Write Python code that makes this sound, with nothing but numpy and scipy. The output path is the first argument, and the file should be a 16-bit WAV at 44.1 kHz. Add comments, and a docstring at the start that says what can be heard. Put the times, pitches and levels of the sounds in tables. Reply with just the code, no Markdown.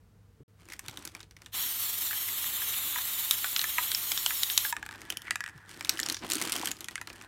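"""A small workroom, one mono microphone close to a glass vase in a paper sleeve on a plastic sheet.
The vase gets one long burst of spray paint: the jet hisses, and echoes off nearby surfaces shift its
colour as the hand sweeps. The mixing ball knocks, bounces and rolls, ringing the can. As the vase is
turned, paper and plastic creases snap and rustle, and it bumps softly on the table. Faint room rumble
and mains hum lie underneath; early on, the sound drops out for a moment."""
import sys
import numpy as np
from scipy import signal
from scipy.fft import rfft, irfft, next_fast_len
from scipy.io import wavfile
from scipy.ndimage import uniform_filter1d, map_coordinates

SR = 44100
rng = np.random.default_rng(int(sys.argv[2]) if len(sys.argv) > 2 else 0)


def transcribe(signal):
    """Save signal, clipped to [-1, 1], as a 16-bit WAV file at the path in sys.argv[1]."""
    frames = np.atleast_2d(signal).T
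    limited = np.clip(frames, -1, 1)
    pcm = np.round(limited * 32767).astype(np.int16)
    wavfile.write(sys.argv[1], SR, pcm)


N = 320607
TIME = np.arange(N) / SR

# spectra of the quiet room, crinkling creases, rubbing and the rumbling sleeve: f/Hz, relative level/dB
ROOM_SPECTRUM = [(25, -25), (38, -9.5), (52, -1), (80, -2), (120, -7.5), (170, -7), (260, -16.5),
                 (380, -23.5), (450, -13.5), (540, -24.5), (1400, -28), (2800, -35.5), (6000, -38.5),
                 (10000, -40.5), (16000, -43)]
CRINKLE_SPECTRUM = [(710, -26), (1200, 4), (2510, -1), (3180, 3.5), (4960, 1.5), (6370, -2.5), (8720, -1),
                    (10500, -11), (13600, -7), (16000, -17)]
RUB_SPECTRUM = [(250, -3), (450, -6.5), (700, 3.5), (1000, 7), (1400, 2), (2200, 0), (4000, -4.5)]
SLEEVE_SPECTRUM = [(100, -14), (170, -7.5), (250, -3.5), (330, 1.5), (420, -8), (600, -13), (1200, -16)]
# soft bumps on the table: t/s, level/dB, thump f/Hz, hollow knock trim/dB
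BUMPS = [(0.402, -39.5, 137, -9), (0.88, -39.5, 114, -21.5), (5.547, -38.5, 133, -30),
         (6.239, -36.5, 330, -2.5), (6.355, -31, 307, -7)]
# the hand grips, shifts or turns the vase: start/s, end/s, sliding level/dB, relative weight/dB
HAND_MOVES = [(0.6, 0.688, -67.5, -1), (0.722, 0.747, -57, -4), (0.844, 1.079, -58, 1),
              (1.141, 1.199, -62, 0), (1.402, 1.489, -72, 0), (4.772, 4.863, -63, 4),
              (4.918, 5.132, -60, 3), (5.254, 5.328, -60.5, 2), (5.402, 5.618, -67.5, 1.5),
              (5.695, 5.878, -54.5, -3), (5.9, 6.12, -50.5, 1), (6.224, 6.259, -52.5, 6),
              (6.309, 6.36, -43.5, -1.5), (6.392, 6.56, -44, 0), (6.59, 6.7, -45, -0.5),
              (6.774, 6.839, -57, 0), (6.9, 7.031, -63.5, 4), (7.089, 7.248, -60, 3)]
# short scrapes of the sleeve, and one brief dull knock (last row): t/s, level/dB, length/s, f/Hz
SCRAPES_AND_KNOCK = [(0.729, -47, 0.022, 2180), (2.737, -33.5, 0.019, 3360), (5.276, -44.5, 0.046, 2000),
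                     (6.16, -51.5, 0.15, 5460), (6.633, -34, 0.011, 860)]
# the main snaps of paper and plastic creases: t/s, level/dB, panel f/Hz, relative treble/dB
SNAPS = [(0.687, -44.5, 2285, -3.5), (0.701, -41, 2000, -7), (0.721, -39.5, 2165, -8),
         (0.734, -40.5, 2150, 1), (0.793, -34, 1960, 2.5), (0.883, -30.5, 4440, -3.5),
         (0.973, -32, 3830, -5), (1.052, -40, 6420, 10.5), (1.075, -37, 6090, 0), (1.15, -36, 2210, -5),
         (1.205, -38.5, 4050, -10), (1.23, -43.5, 4060, -15), (1.31, -47, 5600, -7.5),
         (1.366, -44.5, 2000, -25.5), (1.419, -43, 2050, -4.5), (1.461, -38.5, 3720, -13),
         (3.31, -13, 3870, 0.5), (3.563, -15.5, 4100, -25), (3.593, -20, 4180, -11),
         (3.615, -22, 4200, -4.5), (3.917, -20, 4400, -1), (3.948, -18.5, 5520, -7),
         (4.118, -18.5, 3360, -11), (4.176, -21, 3840, -20), (4.262, -16, 3080, -4),
         (4.433, -14.5, 3800, -3), (4.5, -22, 3730, -10), (4.577, -10.5, 3910, -1),
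         (5.017, -39.5, 2240, -1.5), (5.102, -22.5, 3200, -3), (5.124, -32.5, 3530, -4),
         (5.171, -28.5, 3080, -0.5), (5.219, -39, 3520, -1), (5.809, -28.5, 1980, -8),
         (5.848, -28, 3810, -4.5), (5.894, -11.5, 5820, -3), (5.973, -32.5, 3200, -7.5),
         (6.0, -20.5, 7200, -5), (6.031, -22.5, 5550, -14.5), (6.062, -24.5, 5580, -8.5),
         (6.087, -28.5, 4100, 1.5), (6.099, -19, 4200, -6), (6.124, -35, 3010, 9.5),
         (6.145, -26.5, 5760, -13), (6.168, -30, 5620, -20), (6.301, -29, 8300, 3.5),
         (6.311, -28, 6660, -1), (6.319, -18, 7030, -7), (6.334, -30.5, 8780, 9), (6.354, -28.5, 8310, 1.5),
         (6.415, -26.5, 2000, 1.5), (6.423, -29.5, 8490, 4), (6.452, -32, 3520, 4),
         (6.521, -28.5, 5640, 9.5), (6.527, -25, 8630, -3), (6.555, -30.5, 3220, 1),
         (6.563, -26.5, 3100, 0), (6.657, -24.5, 8530, 0), (6.673, -23.5, 3320, -3), (6.715, -24, 6760, -3),
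         (6.807, -37.5, 4200, 5), (6.844, -35, 3300, 1.5), (6.91, -40.5, 3980, -4),
         (7.073, -35.5, 4230, -4), (7.101, -35.5, 2680, -11), (7.213, -38.5, 1910, -19)]
# modes of the can: f/Hz, relative level/dB, t60/s before extra damping
CAN_MODES = [(960, -5, 0.053), (1270, -7, 0.038), (1590, -40, 0.013), (1728, 6.5, 0.05), (1850, 8.5, 0.022),
             (2170, -8, 0.048), (2430, -6.5, 0.038), (2800, -43, .012), (3490, -7, 0.012)]
# the ball rolls round the bottom of the can: start/s, end/s, level/dB
BALL_ROLLS = [(4.943, 5.801, -57), (5.9, 5.966, -54), (7.131, 7.27, -58.5)]
# the ball hits the can: t/s, level/dB, low mode trim/dB, tick trim/dB
BALL_KNOCKS = [(2.11, -30, -15, -9), (2.13, -30.5, -14, -13), (2.286, -36.5, -20, -3),
               (2.442, -34, -22, -7), (2.619, -31.5, -9, -12), (2.959, -27, 0, -12), (2.985, -30, -6, -9),
               (3.444, -19.5, -5.5, -15), (3.641, -24, -11, -7.5), (3.783, -16.5, 1, -12.5),
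               (4.307, -25.5, -8, -9), (4.65, -24.5, -12, -14), (4.726, -21.5, 2, -11.5),
               (4.766, -27.5, -9.5, -12), (5.308, -20.5, -23, -5), (5.992, -25, -32, -7),
               (6.885, -30.5, -12.5, -5.5), (6.956, -29.5, -24, -3.5), (6.979, -33.5, -18, -15),
               (7.014, -31.5, -1.5, -7.5), (7.075, -34.5, -8, -21)]
# the ball bounces to rest: t/s, level/dB, low mode trim/dB, tick trim/dB, first gap/s, share of speed kept
BALL_RATTLES = [(4.828, -29, -8.5, -13, .035, .77), (5.357, -23, -19, -10.5, .049, .68)]
# spectra of the nozzle's hiss, the jet's rush and the paint's spatter: f/Hz, relative level/dB
NOZZLE_SPECTRUM = [(5000, -24), (6400, -5), (7200, -2.5), (8000, -5), (9000, -5), (10400, -6.5), (11100, 0),
                   (12000, 1.5), (13200, 1), (14500, 3), (16000, -7)]
RUSH_SPECTRUM = [(250, -11.5), (420, -14), (560, -18), (900, -8.5), (1250, -5), (1500, -8.5), (1880, -5),
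                 (2200, -4.5), (2750, -5), (3250, 2.5), (4050, -0.5), (4600, -13), (6000, -13.5),
                 (9000, -16)]
SPATTER_SPECTRUM = [(3000, -30), (4400, -10), (5000, -19.5), (5600, -8.5), (6200, -27), (7000, -14),
                    (10000, -51)]
# where the jet points: t/s, aim from 0 (bare glass) to 1 (edge of the paper)
JET_AIM = [(1.7, 0.95), (2.2, 0.65), (2.8, 0.039), (3.4, 0.81), (3.85, 0.3), (4.1, .8), (4.7, 0.92)]
# echoes off surfaces beside the jet: delay/ms, gain, swing of the delay/ms
JET_ECHOES = [(.24, .3, .045), (.5, .3, .07), (.84, .38, .05), (1.17, .42, .05), (1.7, .22, .1)]

VALVE_OPEN_S, VALVE_SHUT_S = 1.516, 4.742
SOFT_SNAP_DB, SOFT_TICK_DB = -35, -11  # harder snaps and knocks change colour relative to these


def from_db(db):
    """Decibels to gain."""
    return 10 ** (np.asarray(db) / 20)


def rms_one(x):
    """Scale to unit rms."""
    return x / np.sqrt(np.mean(x ** 2) + 1e-20)


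def crest_one(x):
    """Scale so that the loudest millisecond has unit rms."""
    return x / np.sqrt(uniform_filter1d(x ** 2, SR // 1000).max() + 1e-20)


def colour(x, spectrum):
    """Causal filter with the given spectrum, falling away past its ends; unit rms out."""
    size = next_fast_len(N + 4096)
    hz, db = np.transpose(spectrum)
    octave = np.log2(np.maximum(np.arange(size // 2 + 1) * SR / size, 1))
    octaves_outside = abs(octave - np.clip(octave, np.log2(hz[0]), np.log2(hz[-1])))
    gain = from_db(np.interp(octave, np.log2(hz), db) - 20 * np.minimum(octaves_outside, 2))
    cepstrum = irfft(np.log(gain), size)
    cepstrum[size // 2:] = 0  # minimum phase
    return rms_one(irfft(rfft(x, size) * np.exp(2 * rfft(cepstrum)), size)[:N])


def band(x, low_hz, high_hz):
    """Butterworth band-pass."""
    return signal.sosfilt(signal.butter(2, [low_hz, high_hz], "band", fs=SR, output="sos"), x)


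def low_cut(x, hz):
    """Steep high-pass: small, light things radiate no bass."""
    return signal.sosfilt(signal.butter(4, hz, "high", fs=SR, output="sos"), x)


def ring(x, hz, t60):
    """Resonator: a unit click sets a sine of height 1 ringing."""
    radius, angle = from_db(-60 / (t60 * SR)), 2 * np.pi * hz / SR
    return signal.lfilter([0, np.sin(angle)], [1, -2 * radius * np.cos(angle), radius ** 2], x + 1e-18)


def noise(spectrum):
    """Steady noise with the given spectrum and unit rms."""
    return colour(rng.standard_normal(N), spectrum)


def drift(per_s):
    """Smooth random wander with unit rms."""
    knots = rng.standard_normal(2000)
    return rms_one(map_coordinates(knots, [TIME * per_s], order=2, mode="wrap"))


def grains(per_s, spread_db):
    """Random clicks of uneven size and sign."""
    sizes = from_db(spread_db * np.minimum(rng.exponential(1, N), 3.5))
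    return (rng.random(N) < per_s / SR) * sizes * rng.choice([-1, 1], N)


def burst(decay_s, tail_db, tail_s, size=3000):
    """A sharp crack of noise with a weak tail; unit energy."""
    t = TIME[:size]
    x = rng.choice([-1, 1], size) * (np.exp(-t / decay_s) + from_db(tail_db) * np.exp(-t / tail_s))
    return x / np.linalg.norm(x)


def swell(start, end, rise_s, fall_s):
    """Gain that rises to 1 by the start, holds, and dies away after the end."""
    return np.exp(np.minimum(TIME - start, 0) / rise_s - np.maximum(TIME - end, 0) / fall_s)


def add(out, s, sound):
    """Mix a short sound in at time s."""
    at = int(s * SR)
    out[at:at + len(sound)] += sound[:N - at]


def room_tone(rumble_db=-61.5, hum_db=-64, hum_hz=100):
    """The room's own low rumble and mains hum."""
    hum = np.sqrt(2) * np.sin(2 * np.pi * hum_hz * TIME)
    return from_db(rumble_db) * noise(ROOM_SPECTRUM) + from_db(hum_db) * hum


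def workroom(direct, t60=.18, tail_db=-17):
    """At close range the room adds only a weak, slightly dull diffuse tail."""
    t = TIME[:SR // 2]
    tail = band(rng.standard_normal(len(t)), 330, 15000) * from_db(-60 * t / t60) * (t > .004)
    return direct + from_db(tail_db) * signal.fftconvolve(direct, tail / np.linalg.norm(tail))[:N]


def table_bumps():
    """Dull contacts with the table: a low thump and a short hollow knock."""
    out = np.zeros(N)
    for s, db, hz, hollow_db in BUMPS:
        push = burst(decay_s=.007, tail_db=-22, tail_s=.015, size=6000)
        thump = from_db(-7) * crest_one(ring(band(push, 146, 570), hz, t60=.11))
        hollow = from_db(hollow_db + 3) * crest_one(band(push, 230, 410))
        add(out, s, from_db(db) * (thump + hollow))
    return out


def sheet_shake(soft_db=-61, decay_s=.014):
    """Gain of the rustle that each main snap leaves in the sheet, a little more after a hard one."""
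    kicks = np.zeros(N)
    for s, db, _, _ in SNAPS:
        kicks[int(s * SR)] = from_db(soft_db + .23 * (db - SOFT_SNAP_DB))
    return signal.lfilter([1], [1, -np.exp(-1 / (decay_s * SR))], kicks + 1e-18)


def hand_effort():
    """Gains of the hand's sliding and of its weight on the sleeve, both on top of the sheet's shake."""
    slide = press = sheet_shake()
    for start, end, db, weight_db in HAND_MOVES:
        move = from_db(db) * swell(start, end, rise_s=.02, fall_s=.018)
        slide = slide + move
        press = press + from_db(weight_db) * move
    return slide, press


def handling():
    """Tiny creases crackle over a finer rustle while the sleeve rubs over the sheet and rumbles."""
    creases = grains(per_s=200, spread_db=3.5)
    crackle = signal.fftconvolve(creases, burst(decay_s=.0005, tail_db=-20, tail_s=.002))[:N]
    rustle = from_db(2.5 * drift(90)) * grains(per_s=3000, spread_db=3.5)
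    crinkle = colour(rms_one(crackle) + .7 * rms_one(rustle), CRINKLE_SPECTRUM)
    rub = colour(from_db(3 * drift(70)) * grains(per_s=600, spread_db=3), RUB_SPECTRUM)
    rumble = colour(grains(per_s=300, spread_db=2.5), SLEEVE_SPECTRUM)
    slide, press = hand_effort()
    jerks = from_db(drift(45))  # the hand's pressure is uneven
    return slide * crinkle + press * jerks * (from_db(-3) * rub + from_db(-1.5) * rumble)


def scrapes_and_knock(q=4):
    """Short stick-slip rasps of the sleeve and one brief dull knock, each in one broad resonance."""
    clicks = grains(per_s=1400, spread_db=5.5)
    out = np.zeros(N)
    for s, db, length_s, hz in SCRAPES_AND_KNOCK:
        t60 = np.log(1000) * q / (np.pi * hz)
        resonance = rms_one(low_cut(ring(clicks, hz, t60), hz / 2))
        out += from_db(db) * np.exp(-(2 * (TIME - s) / length_s) ** 2) * resonance
    return out


def small_snaps(count=110, low_hz=2080, high_hz=8100, above_slide_db=9.5, spread_db=3.5, treble_db=-1):
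    """Lesser creases give way at random, more often and louder as the hand speeds up; rows like SNAPS."""
    slide, _ = hand_effort()
    strain = np.cumsum(slide ** .6)
    when, strength, pitch = rng.random((count, 3)).T
    at = np.searchsorted(strain, (np.arange(count) + when) / count * strain[-1])
    db = 20 * np.log10(slide[at]) + above_slide_db + spread_db * (2 * strength - 1)
    hz = low_hz * (high_hz / low_hz) ** pitch
    return list(zip(at / SR, db, hz, np.full(count, treble_db)))


def crease_snaps():
    """A crease flips over: a broad crack, and the panel beside it rings briefly."""
    out = np.zeros(N)
    for s, db, hz, treble_db in list(SNAPS) + small_snaps():
        crack = burst(decay_s=.0004, tail_db=-7.5, tail_s=.0028)
        panel = from_db(1.5) * crest_one(ring(crack, hz, t60=.005))
        body = crest_one(crest_one(band(crack, 2530, 5900)) + panel)
        low = crest_one(band(burst(decay_s=.0038, tail_db=-29, tail_s=.002), 1230, 2520))
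        treble = crest_one(band(burst(decay_s=.00068, tail_db=-5, tail_s=.0031), 4800, 13100))
        low_db = -9 - .39 * max(db - SOFT_SNAP_DB, 0)  # hard snaps are thinner
        add(out, s, from_db(db) * (body + from_db(low_db) * low + from_db(treble_db) * treble))
    return low_cut(out, 800)


def ball_rolling():
    """The rolling ball keeps the can's modes murmuring, and damps them by its touch."""
    contact = grains(per_s=2500, spread_db=1.5)
    modes = sum((-1) ** k * from_db(db) * ring(contact, hz, t60=.004)
                for k, (hz, db, _) in enumerate(CAN_MODES))
    speed = sum(from_db(db) * swell(start, end, rise_s=.032, fall_s=.062)
                for start, end, db in BALL_ROLLS)
    return speed * rms_one(band(modes, 900, 1780))


def ball_bounces(count=7):
    """The settling ball loses speed, so it hits ever sooner and softer; rows like BALL_KNOCKS."""
    return [(s + gap_s * np.sum(kept ** np.arange(k)), db + 20 * np.log10(kept ** k), low_db, tick_db)
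            for s, db, low_db, tick_db, gap_s, kept in BALL_RATTLES for k in range(count)]


def ball_knocks(longest_t60=.036):
    """The ball strikes with a tick and rings the can's modes, which the paint damps and detunes."""
    out = np.zeros(N)
    for s, db, low_db, tick_db in list(BALL_KNOCKS) + ball_bounces():
        contact = burst(decay_s=.001, tail_db=-13, tail_s=.003)
        chatter = contact.copy()
        if s < VALVE_SHUT_S:  # while the can is waved, the ball bounces again after each hit
            rebound_s = rng.uniform(.008, .016)
            add(chatter, rebound_s, .15 * burst(decay_s=.002, tail_db=-13, tail_s=.004, size=1500))
        sharpness_db = tick_db - SOFT_TICK_DB  # sharper contacts ring higher and brighter
        pitch = 1 + .02 * sharpness_db
        modes = 0
        for hz, mode_db, t60 in CAN_MODES:
            lift_db = (hz < 1350) * (low_db + 14) + (2000 < hz < 2600) * .73 * sharpness_db
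            strength = from_db(mode_db + lift_db + rng.normal(0, 2))
            detuned_hz = hz * pitch * rng.normal(1, .025)
            modes += strength * crest_one(ring(chatter, detuned_hz, min(t60, longest_t60)))
        clack = from_db(-7) * crest_one(band(chatter, 1200, 2300))
        tick = from_db(tick_db + 6) * crest_one(band(contact, 4200, 9100))
        add(out, s, from_db(db) * (from_db(-1) * crest_one(modes) + clack + tick))
    return low_cut(out, 880)


def paint_jet():
    """Nozzle hiss, rush and spatter; aiming from the glass to the paper trades rush for spatter."""
    held_s = np.maximum(TIME - VALVE_OPEN_S, 0)
    aim = np.interp(TIME, *np.transpose(JET_AIM))
    cooling_db = -.38 * held_s  # the hiss sinks as the can cools
    spurt_db = 10 * np.exp(-held_s / .076)  # the first paint leaves in a wet spurt
    hiss = from_db(-35.23 + cooling_db) * noise(NOZZLE_SPECTRUM)
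    rush = from_db(-39 - 3.5 * aim + spurt_db) * noise(RUSH_SPECTRUM)
    spatter = from_db(-55.5 + 10.5 * aim) * noise(SPATTER_SPECTRUM)
    return hiss + rush + spatter


def spray(rise_s=.034, fall_s=.042, flutter_db=1.14):
    """The valve lets the jet out; nearby echoes shift as the hand sweeps, so comb colours glide."""
    jet = paint_jet()
    sweep = drift(11)
    treble = band(jet, 5500, 19000)  # only the treble comes from a point small enough to comb
    for delay_ms, gain, swing_ms in JET_ECHOES:
        lag = (delay_ms + swing_ms * (.8 * sweep + .6 * drift(19))) * SR / 1000
        jet += gain * map_coordinates(treble, [np.arange(N) - lag], order=3)
    valve = np.clip(np.minimum((TIME - VALVE_OPEN_S) / rise_s, (VALVE_SHUT_S - TIME) / fall_s), 0, 1)
    return jet * valve ** 2 * from_db(flutter_db * drift(60))


def scene():
    """Can and vase close to the microphone, over the room tone; both channels alike."""
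    background = room_tone()
    direct = spray() + crease_snaps() + ball_knocks() + ball_rolling()
    direct += handling() + scrapes_and_knock() + table_bumps()
    mono = workroom(direct) + background
    return np.array([mono, mono])


def record(dry):
    """The sound drops out for a moment early on; the hardest snaps are rounded and the top is cut."""
    gap_start_s, gap_end_s = .434, .48
    ceiling, cutoff_hz = .75, 16000
    gate = uniform_filter1d(1.0 * ((TIME < gap_start_s) | (TIME > gap_end_s)), size=64)
    rounded = ceiling * np.tanh(dry * gate / ceiling)
    return signal.sosfilt(signal.ellip(12, .1, 70, cutoff_hz, fs=SR, output="sos"), rounded)


dry = scene()
out = record(dry)
transcribe(out)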